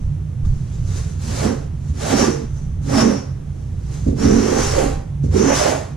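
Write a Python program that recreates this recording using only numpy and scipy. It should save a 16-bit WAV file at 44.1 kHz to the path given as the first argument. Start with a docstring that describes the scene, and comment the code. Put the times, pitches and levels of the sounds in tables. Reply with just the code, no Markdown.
"""A ventilation rumble fills a small bare room. A steel trowel bumps down with a tick and brushes
the foot of a wall. From 1.2 s it drags gritty mortar along it in five strokes, about one a second:
sand grains rasp under the edge, bend the blade and shake the wall board. The tool bumps down again
before the second, fourth and fifth strokes. Two microphone ports mix it all into stereo."""
import sys
import numpy as np
from scipy import signal
from scipy.fft import rfft, irfft, next_fast_len
from scipy.io import wavfile
from scipy.ndimage import uniform_filter1d, map_coordinates

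SR = 44100
rng = np.random.default_rng(int(sys.argv[2]) if len(sys.argv) > 2 else 0)


def dump(signal):
    """Clip the signal to [-1, 1] and save it as 16-bit WAV at the path in sys.argv[1]."""
    limited = np.clip(np.atleast_2d(signal).T, -1, 1)
    pcm = np.round(limited * 32767).astype(np.int16)
    wavfile.write(sys.argv[1], SR, pcm)


N = 262880


def amp(db):
    return 10 ** (np.asarray(db) / 20)


def unit(x):
    return x / np.sqrt(np.mean(x ** 2) + 1e-20)


def along(points, hz):
    """Read the columns after the frequency at hz, on a log axis."""
    f, *cols = np.transpose(points)
    return np.squeeze([np.interp(np.log(hz + 1), np.log(f + 1), c) for c in cols])


def automation(rows):
    """One value per sample for each column after the time."""
    s, *cols = np.transpose(rows)
    return [np.interp(np.arange(N) / SR, s, c) for c in cols]


def filtered(x, response):
    """Pass x through a complex frequency response."""
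    m = next_fast_len(N + SR // 2)
    return irfft(rfft(x, m) * response(np.fft.rfftfreq(m, 1 / SR)), m)[..., :N]


def resonances(modes, f):
    """Response at f of (frequency, width, level) modes of alternating polarity."""
    return sum((-1) ** k * amp(db) * 1j * f * width / (hz * hz - f * f + 1j * f * width)
               for k, (hz, width, db) in enumerate(modes))


def wobble(per_s):
    """A smooth random curve, per_s knots a second."""
    return map_coordinates(rng.standard_normal(int(N * per_s / SR) + 4), [np.arange(N) * per_s / SR])


def grit(spread_db, clump_s):
    """Sand grains of log-normal size arriving in clumps; two unrelated streams."""
    clumps = unit(uniform_filter1d(rng.standard_normal((2, N)), max(1, int(clump_s * SR))))
    return unit(rng.standard_normal((2, N)) * amp(spread_db * clumps))


def swept_peak(x, centre_hz, lift_db, width, frame, patchy_db):
    """Sweep an EQ peak over x at steady loudness; width is a fraction of the centre."""
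    hz, t, spectrum = signal.stft(x, SR, nperseg=frame)
    centre, lift = (np.interp(t, np.arange(N) / SR, c) for c in (centre_hz, lift_db))
    gain = 1 + (amp(lift) - 1) / (1 + (np.log((hz[:, None] + 1) / centre) / width) ** 2)
    # uneven mortar excites some frequencies more than others from moment to moment
    patches = uniform_filter1d(rng.standard_normal(spectrum.shape[1:]), size=3, axis=0)
    patches = uniform_filter1d(patches, size=6, axis=1)
    spectrum = spectrum * amp(patchy_db * unit(patches))
    power = np.mean(np.abs(spectrum) ** 2, axis=(0, 2))[:, None]
    gain = gain * np.sqrt(power.sum() / (power * gain ** 2).sum(axis=0))
    rms = np.sqrt(2 * power.sum() / 1.5)  # 1.5 is the window's noise bandwidth
    return signal.istft(spectrum * gain, SR, nperseg=frame)[1][:, :N] / rms


# Low room modes (frequency [Hz], width [Hz], level [dB])
ROOM_MODES = [(60.7, 4, 2), (91.5, 14.6, -1.5), (108.8, 44, -6), (144.6, 22.6, -1.5)]
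# Tone of the air hiss (frequency [Hz], level [dB])
AIR_EQ = [(170, -1), (200, -4.5), (300, -13.5), (500, -20.5), (1000, -29.5), (2600, -38), (3500, -40.5),
          (5000, -45), (5700, -38.5), (6300, -39), (7000, -42.5), (10400, -44.5), (11500, -50),
          (15000, -63)]
# Fader rides on the bed (time [s], rumble level [dB], deep bass level [dB])
VENT_LEVELS = [(0.05, -22.5, -21.5), (0.34, -23.5, -45), (0.42, -22, -28), (2.13, -25.5, -42),
               (2.51, -26.5, -30), (2.95, -21.5, -30), (3.21, -27.5, -45), (4.12, -23, -28),
               (4.15, -21.5, -32), (5.0, -25.5, -25.5), (5.05, -28, -33), (5.21, -20.5, -27),
               (5.65, -27.5, -46), (5.9, -29, -39)]


def ventilation():
    """Duct noise rings the room's low modes under a thin hiss of air; a deeper bass wavers below."""
    noise = lambda response: unit(filtered(rng.standard_normal((2, N)), response))
    rumble = noise(lambda f: resonances(ROOM_MODES, f) / (1 + (f / 165) ** 8) / (1 + (48 / (f + 1)) ** 4))
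    deep = noise(lambda f: resonances([(28, 26, 0)], f) / (1 + (f / 48) ** 4))
    air = noise(lambda f: amp(along([(120, -56)] + AIR_EQ, f)))
    deep = unit(deep * amp(4 * wobble(per_s=6)))
    rumble_db, deep_db = automation(VENT_LEVELS)
    return amp(rumble_db) * rumble + amp(deep_db) * deep + amp(-40.5) * air


# Reverb tail of the bare room (frequency [Hz], time to fall 60 dB [s])
ROOM_DECAY = [(200, 0.14), (1000, 0.63), (6000, 0.44), (12000, 0.16)]


def room(x):
    """Each frequency of the reverberation dies at its own speed."""
    hz, t, spectrum = signal.stft(rng.standard_normal((2, SR * 3 // 4)), SR, nperseg=256)
    decay = amp(-60 * t / along(ROOM_DECAY, hz)[:, None])
    tail = signal.istft(spectrum * decay, SR, nperseg=256)[1]
    predelayed = np.pad(x, ((0, 0), (300, 0)))
    return signal.fftconvolve(predelayed, tail / np.linalg.norm(tail[0]), axes=1)[:, :N]


# Steel touching down (time [s], level [dB])
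TICKS = [(0.448, -44.5)]


def blade_tick():
    """The blade lands with a 90 ms burst of hiss and a steel ping."""
    out = np.zeros(N + SR)
    t = np.arange(SR // 10) / SR
    attack = 1 - np.exp(-t / 0.0013)
    ping = 1.5 * np.sin(2 * np.pi * 1200 * t)
    for s, db in TICKS:
        hiss = uniform_filter1d(rng.standard_normal(len(t)), size=3)
        out[round(s * SR):][:len(t)] += amp(db - 60 * t / .09) * attack * (hiss + ping)
    return out[:N]


def struck(response, contact_s):
    """A smooth force pulse rings the struck body; normalised to peak 1."""
    force = np.sin(np.pi * np.clip(np.arange(N) / SR / contact_s, 0, 1)) ** 2
    sound = filtered(force, response)[:SR // 3]
    return sound / np.abs(sound).max()


# Thud of the floor (frequency [Hz], width [Hz], level [dB])
FLOOR_MODES = [(67.6, 18.5, 12.5), (89.8, 7.2, 16.5), (152, 25, 6.5)]
# Soft hits of the tool (time [s], floor thud level [dB], board knock level [dB])
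BUMPS = [(0.461, -11, -55), (1.895, -12, -35), (4.062, -11, -11), (4.081, -13.5, -9), (4.125, -33, -14.5),
         (4.25, -10, -2), (5.235, -11, -15.5), (5.257, -33, -28), (5.28, -15.5, -22)]


def bumps():
    """Soft blows push a low thud through the floor and knock the board and blade."""
    def board_and_blade(f):
        board = resonances(BOOM_MODES, f) + 0.42 * resonances(RATTLE_MODES, f)
        return board + 0.23 * resonances(FLEX_MODES, f)

    out = np.zeros(N + SR)
    thud = -struck(lambda f: resonances(FLOOR_MODES, f), contact_s=0.0051)
    knock = -struck(board_and_blade, contact_s=0.0023)
    for s, thud_db, knock_db in BUMPS:
        out[round(s * SR):][:len(thud)] += amp(thud_db) * thud + amp(knock_db) * knock
    return out[:N]


# Light touches; the first row is the fading end of a stroke made just before the start (peak time [s], level
# [dB], 20 dB rise [s], 20 dB fall [s], edge ring lift [dB])
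BRUSHES = [(0.01, -59, .02, .25, 10), (.452, -53, .01, .2, 9), (.58, -60, .15, .2, 9),
           (.75, -52, .2, .2, 5), (.885, -50, .04, .15, 6), (.98, -39, .12, .12, 7), (1.1, -50, .2, .3, 7),
           (1.9, -51, .2, .1, 8), (2.57, -52, .2, .25, 16), (3.62, -61, .4, .5, 6),
           (3.95, -44.5, .15, .25, 6), (4.08, -52, .03, .1, 6), (5.24, -50, .02, .2, 10)]


def brushes():
    """Gain and ring lift as the edge grazes the wall: each touch swells and fades evenly in dB."""
    s, peak_db, rise, fall, lift_db = np.transpose(BRUSHES)[..., None]
    since = np.arange(N) / SR - s
    swells = amp(peak_db - 20 * np.maximum(-since / rise, since / fall)) + 1e-9
    gain = swells.sum(0)
    return gain, (swells * lift_db).sum(0) / gain


# Automation, one list per stroke (time [s], rasp [dB], board boom [dB], board rattle [dB],
# blade flex [dB], edge ring [Hz], edge ring lift [dB], flex peak [Hz])
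STROKES = [
    [(1.19, -57, -46, -54, -57, 6100, 9, 590), (1.222, -45, -59, -63, -59, 5950, 1, 530),
     (1.31, -36, -29, -41.5, -42, 6200, 6, 538), (1.362, -35, -39, -36, -42.5, 6000, 5, 600),
     (1.396, -33, -36, -41, -33, 6170, 6, 580), (1.444, -32.5, -24, -27.5, -27.5, 6010, 2, 666),
     (1.468, -35, -16.5, -24, -25, 5740, 8, 577), (1.536, -41.5, -23, -38, -35, 5760, 10, 540),
     (1.572, -49, -50, -36, -45, 5890, 7, 540), (1.628, -55, -35, -50, -48, 5870, 6, 564),
     (1.68, -63.5, -48, -48, -54, 5670, 7.4, 540)],
    [(1.94, -55, -45, -50, -59, 5790, 6, 545), (2.018, -35, -33.5, -39, -32.5, 5950, 4, 543),
     (2.062, -32, -41, -36, -28.5, 6080, 4.7, 610), (2.128, -28, -16.5, -26.5, -20.5, 5800, 5.5, 642),
     (2.154, -30.5, -14, -27, -26.5, 5700, 9, 580), (2.19, -23.5, -28, -22, -23, 5700, 12, 570),
     (2.224, -23, -13, -22.5, -22, 5810, 16, 557), (2.25, -25.5, -23, -20, -23, 5770, 15, 528),
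     (2.282, -30.5, -21.5, -16.5, -31.5, 5650, 13, 540), (2.354, -41, -35, -28, -41, 5830, 11, 520),
     (2.46, -55.5, -36.5, -43, -51, 5800, 9, 540)],
    [(2.82, -52, -48, -66, -74, 6300, 9, 566), (2.882, -41.5, -25, -37, -39, 5820, 9, 555),
     (2.902, -36.5, -26.5, -35, -30, 5830, 6, 570), (2.976, -25, -15.5, -28.5, -21.5, 5330, 12.5, 670),
     (3.014, -20.5, -18, -26, -22, 5500, 19, 588), (3.046, -30, -13.5, -21.5, -27, 5720, 17, 520),
     (3.128, -35.5, -19.5, -32.5, -31.5, 5600, 15, 530), (3.174, -37.5, -30, -35.5, -36, 5600, 21, 557),
     (3.298, -60, -56, -60, -55, 5520, 16, 553), (3.33, -65, -60, -62, -57, 5770, 9, 538)],
    [(4.16, -54, -42, -50, -52, 5540, 9, 538), (4.198, -38, -23.5, -28, -31.5, 5500, 9, 535),
     (4.246, -30, -20.5, -27, -29, 5610, 14.5, 570), (4.318, -31, -14.5, -18, -31.5, 5740, 17, 490),
     (4.57, -30.5, -22, -23.5, -26.5, 5900, 11.5, 610), (4.598, -26, -27, -27.5, -26.5, 5960, 11, 527),
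     (4.71, -29.5, -40, -32, -32.5, 5660, 9.5, 554), (4.796, -31.5, -34, -23, -21, 6020, 5, 552),
     (4.834, -32.5, -22.5, -25, -24, 6450, 4, 560), (4.932, -43.5, -37, -32, -36, 5870, 2, 545),
     (5.05, -63, -53, -54.5, -48, 6000, 9, 600)],
    [(5.31, -54, -41, -37, -45, 5730, 7, 514), (5.342, -39.5, -18, -28.5, -35.5, 5750, 8, 506),
     (5.376, -29.5, -17, -15, -34, 5850, 14, 515), (5.44, -28.5, -18, -21, -28.5, 5970, 19, 540),
     (5.522, -25, -20, -27, -15.5, 5960, 20, 582), (5.558, -22, -35, -32, -29.5, 6000, 10.5, 590),
     (5.622, -25, -38, -29, -21.5, 5770, 8, 606), (5.668, -27.5, -28.5, -27, -17.5, 5460, 9, 560),
     (5.716, -30.5, -29.5, -29, -20.5, 6250, 5.2, 635), (5.902, -55.5, -73, -52, -48, 5950, 4, 650),
     (5.94, -60, -57, -69, -56, 5950, 8.5, 643)],
]


def strokes():
    """The trowel's drags: a soft contact gate (0-1), then the automation curves."""
    t = np.arange(N) / SR
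    gate = sum((t > rows[0][0]) & (t < rows[-1][0]) for rows in STROKES)
    contact = uniform_filter1d(gate.astype(float), size=600)
    return contact, *automation(np.concatenate(STROKES))


# Low board, upper board and bending blade modes (frequency [Hz], width [Hz], level [dB])
BOOM_MODES = [(197, 1.85, -2), (231.4, 9.4, -0.5), (277.8, 12.7, -4)]
RATTLE_MODES = [(312, 39, -5), (372, 7.9, 0), (395, 9.5, -0.5), (447.5, 29.6, 0.5)]
FLEX_MODES = [(511, 49, 5), (580, 51, 2.5), (638, 76, 0), (726, 33, -1), (787, 16, 3), (879, 26, -1),
              (889, 12, -7)]


def board_and_blade_shake():
    """While the blade presses, coarse grains bend it and shake the board behind the mortar."""
    contact, _, boom_db, rattle_db, flex_db, _, _, flex_hz = strokes()
    brush, _ = brushes()
    coarse = grit(spread_db=2, clump_s=0.0082)
    highpass = lambda f, hz: 1 / (1 + (hz / (f + 1)) ** 6)
    band = lambda f, low_hz, high_hz: highpass(f, low_hz) * (1 - highpass(f, high_hz))
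    flex = filtered(coarse, lambda f: resonances(FLEX_MODES, f) * highpass(f, hz=447))
    flex = swept_peak(flex, flex_hz, lift_db=np.full(N, 12.), width=0.025, frame=2048, patchy_db=1.5)
    rattle = unit(filtered(coarse, lambda f: resonances(RATTLE_MODES, f) * band(f, 274, 490)))
    boom = unit(filtered(coarse, lambda f: resonances(BOOM_MODES, f) * band(f, 164, 323)))
    brushed = amp(-3.5) * (boom + rattle) + amp(-9.5) * flex
    pressed = amp(boom_db) * boom + amp(rattle_db) * rattle + amp(flex_db) * flex
    return brush * brushed + contact * pressed


# Grit layers: mid scrape, bright rasp, top sizzle (frequency [Hz], level [dB])
SCRAPE_EQ = [(700, -0.5), (1000, 1.5), (1500, 0), (2100, -5), (3200, -12), (4200, -53)]
RASP_EQ = [(2500, -9), (3300, -8), (4500, -5.5), (5800, -7), (7000, -3), (8200, -28.5)]
SIZZLE_EQ = [(6500, -26), (7600, -1), (8500, -5.5), (10400, -7), (11400, -23), (15000, -28)]
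# Upper blade modes that colour the scrape (frequency [Hz], width [Hz], level [dB])
BLADE_MODES = [(1110, 33, -9), (1295, 6.7, -8), (1650, 18, -13), (1910, 6.7, -50), (2720, 30, -8)]


def edge_rasp():
    """Fine grains rasp under the steel edge, whose ringing moves with its angle to the wall."""
    contact, rasp_db, _, _, flex_db, ring_hz, lift_db, _ = strokes()
    brush, brush_lift_db = brushes()
    stroke = contact * amp(rasp_db)
    # the sizzle thins as the edge rings; the scrape partly follows the blade's flex
    sizzle_gain = stroke * amp(-4.5 - 0.54 * lift_db) + brush * amp(-8)
    scrape_gain = stroke * amp(-0.5 + 0.41 * (flex_db - rasp_db)) + brush * amp(-4)
    # the ring crossfades between its stroke and brush settings
    share = stroke / (stroke + brush)
    ring_hz = share * ring_hz + (1 - share) * 6050
    lift_db = share * lift_db + (1 - share) * brush_lift_db
    fine = grit(spread_db=1, clump_s=0.0032)
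    rasp = filtered(fine, lambda f: amp(along(RASP_EQ, f)))
    rasp = swept_peak(rasp, ring_hz, lift_db, width=.065, frame=512, patchy_db=2)
    sizzle = unit(filtered(fine, lambda f: amp(along(SIZZLE_EQ, f))))
    medium = grit(spread_db=0.5, clump_s=0.0045)
    scrape = unit(filtered(medium, lambda f: amp(along(SCRAPE_EQ, f)) * (1 + resonances(BLADE_MODES, f))))
    return (stroke + brush) * rasp + sizzle_gain * sizzle + scrape_gain * scrape


def scene():
    """Trowel, reverb and bed in two channels: what both ports hear alike, and what differs."""
    trowel = edge_rasp() + board_and_blade_shake() + bumps() + blade_tick()
    return amp(0.5) * trowel + amp(-10.5) * room(trowel) + ventilation()


# Stereo image (frequency [Hz], likeness [0-1], left phase lead [rad], left minus right [dB])
STEREO_PORTS = [(60, .99, 0, -2.7), (130, .99, 0, -3.6), (200, .99, .3, -6), (270, .98, .5, -7),
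                (350, .94, 1.1, -9.6), (430, .8, 2.3, -12), (520, .78, 3.7, -10), (700, .72, 4.6, -4.5),
                (1000, .48, 5.6, -2.3), (1400, .35, 6.3, -2.5), (2200, .4, 6.4, .3), (3000, .62, 6.2, 0),
                (4000, .85, 6.3, .3), (5500, .15, 6.8, 2.2), (8000, .05, 9, 0), (10000, .15, 9.8, -3.3),
                (12500, .05, 9.5, -.4)]


def record(dry):
    """The two ports differ in phase and level by frequency; soft clipping, then a high cut."""
    side = np.array([[1], [-1]])

    def ports(hz, shared):
        likeness, lead, lean_db = along(STEREO_PORTS, hz)
        spread = np.arccos(np.clip(likeness, 0, 1)) / 2
        tilt = amp(side * lean_db / 2) * np.exp(1j * side * lead / 2)
        return tilt * (np.cos(spread) if shared else side * np.sin(spread))

    pair = filtered(dry[0], lambda f: ports(f, shared=True))
    pair += filtered(dry[1], lambda f: ports(f, shared=False))
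    clipped = pair / (1 + np.abs(pair / .98) ** 6) ** (1 / 6)
    return filtered(clipped, lambda hz: hz < 15050)


dry = scene()
out = record(dry)
dump(out)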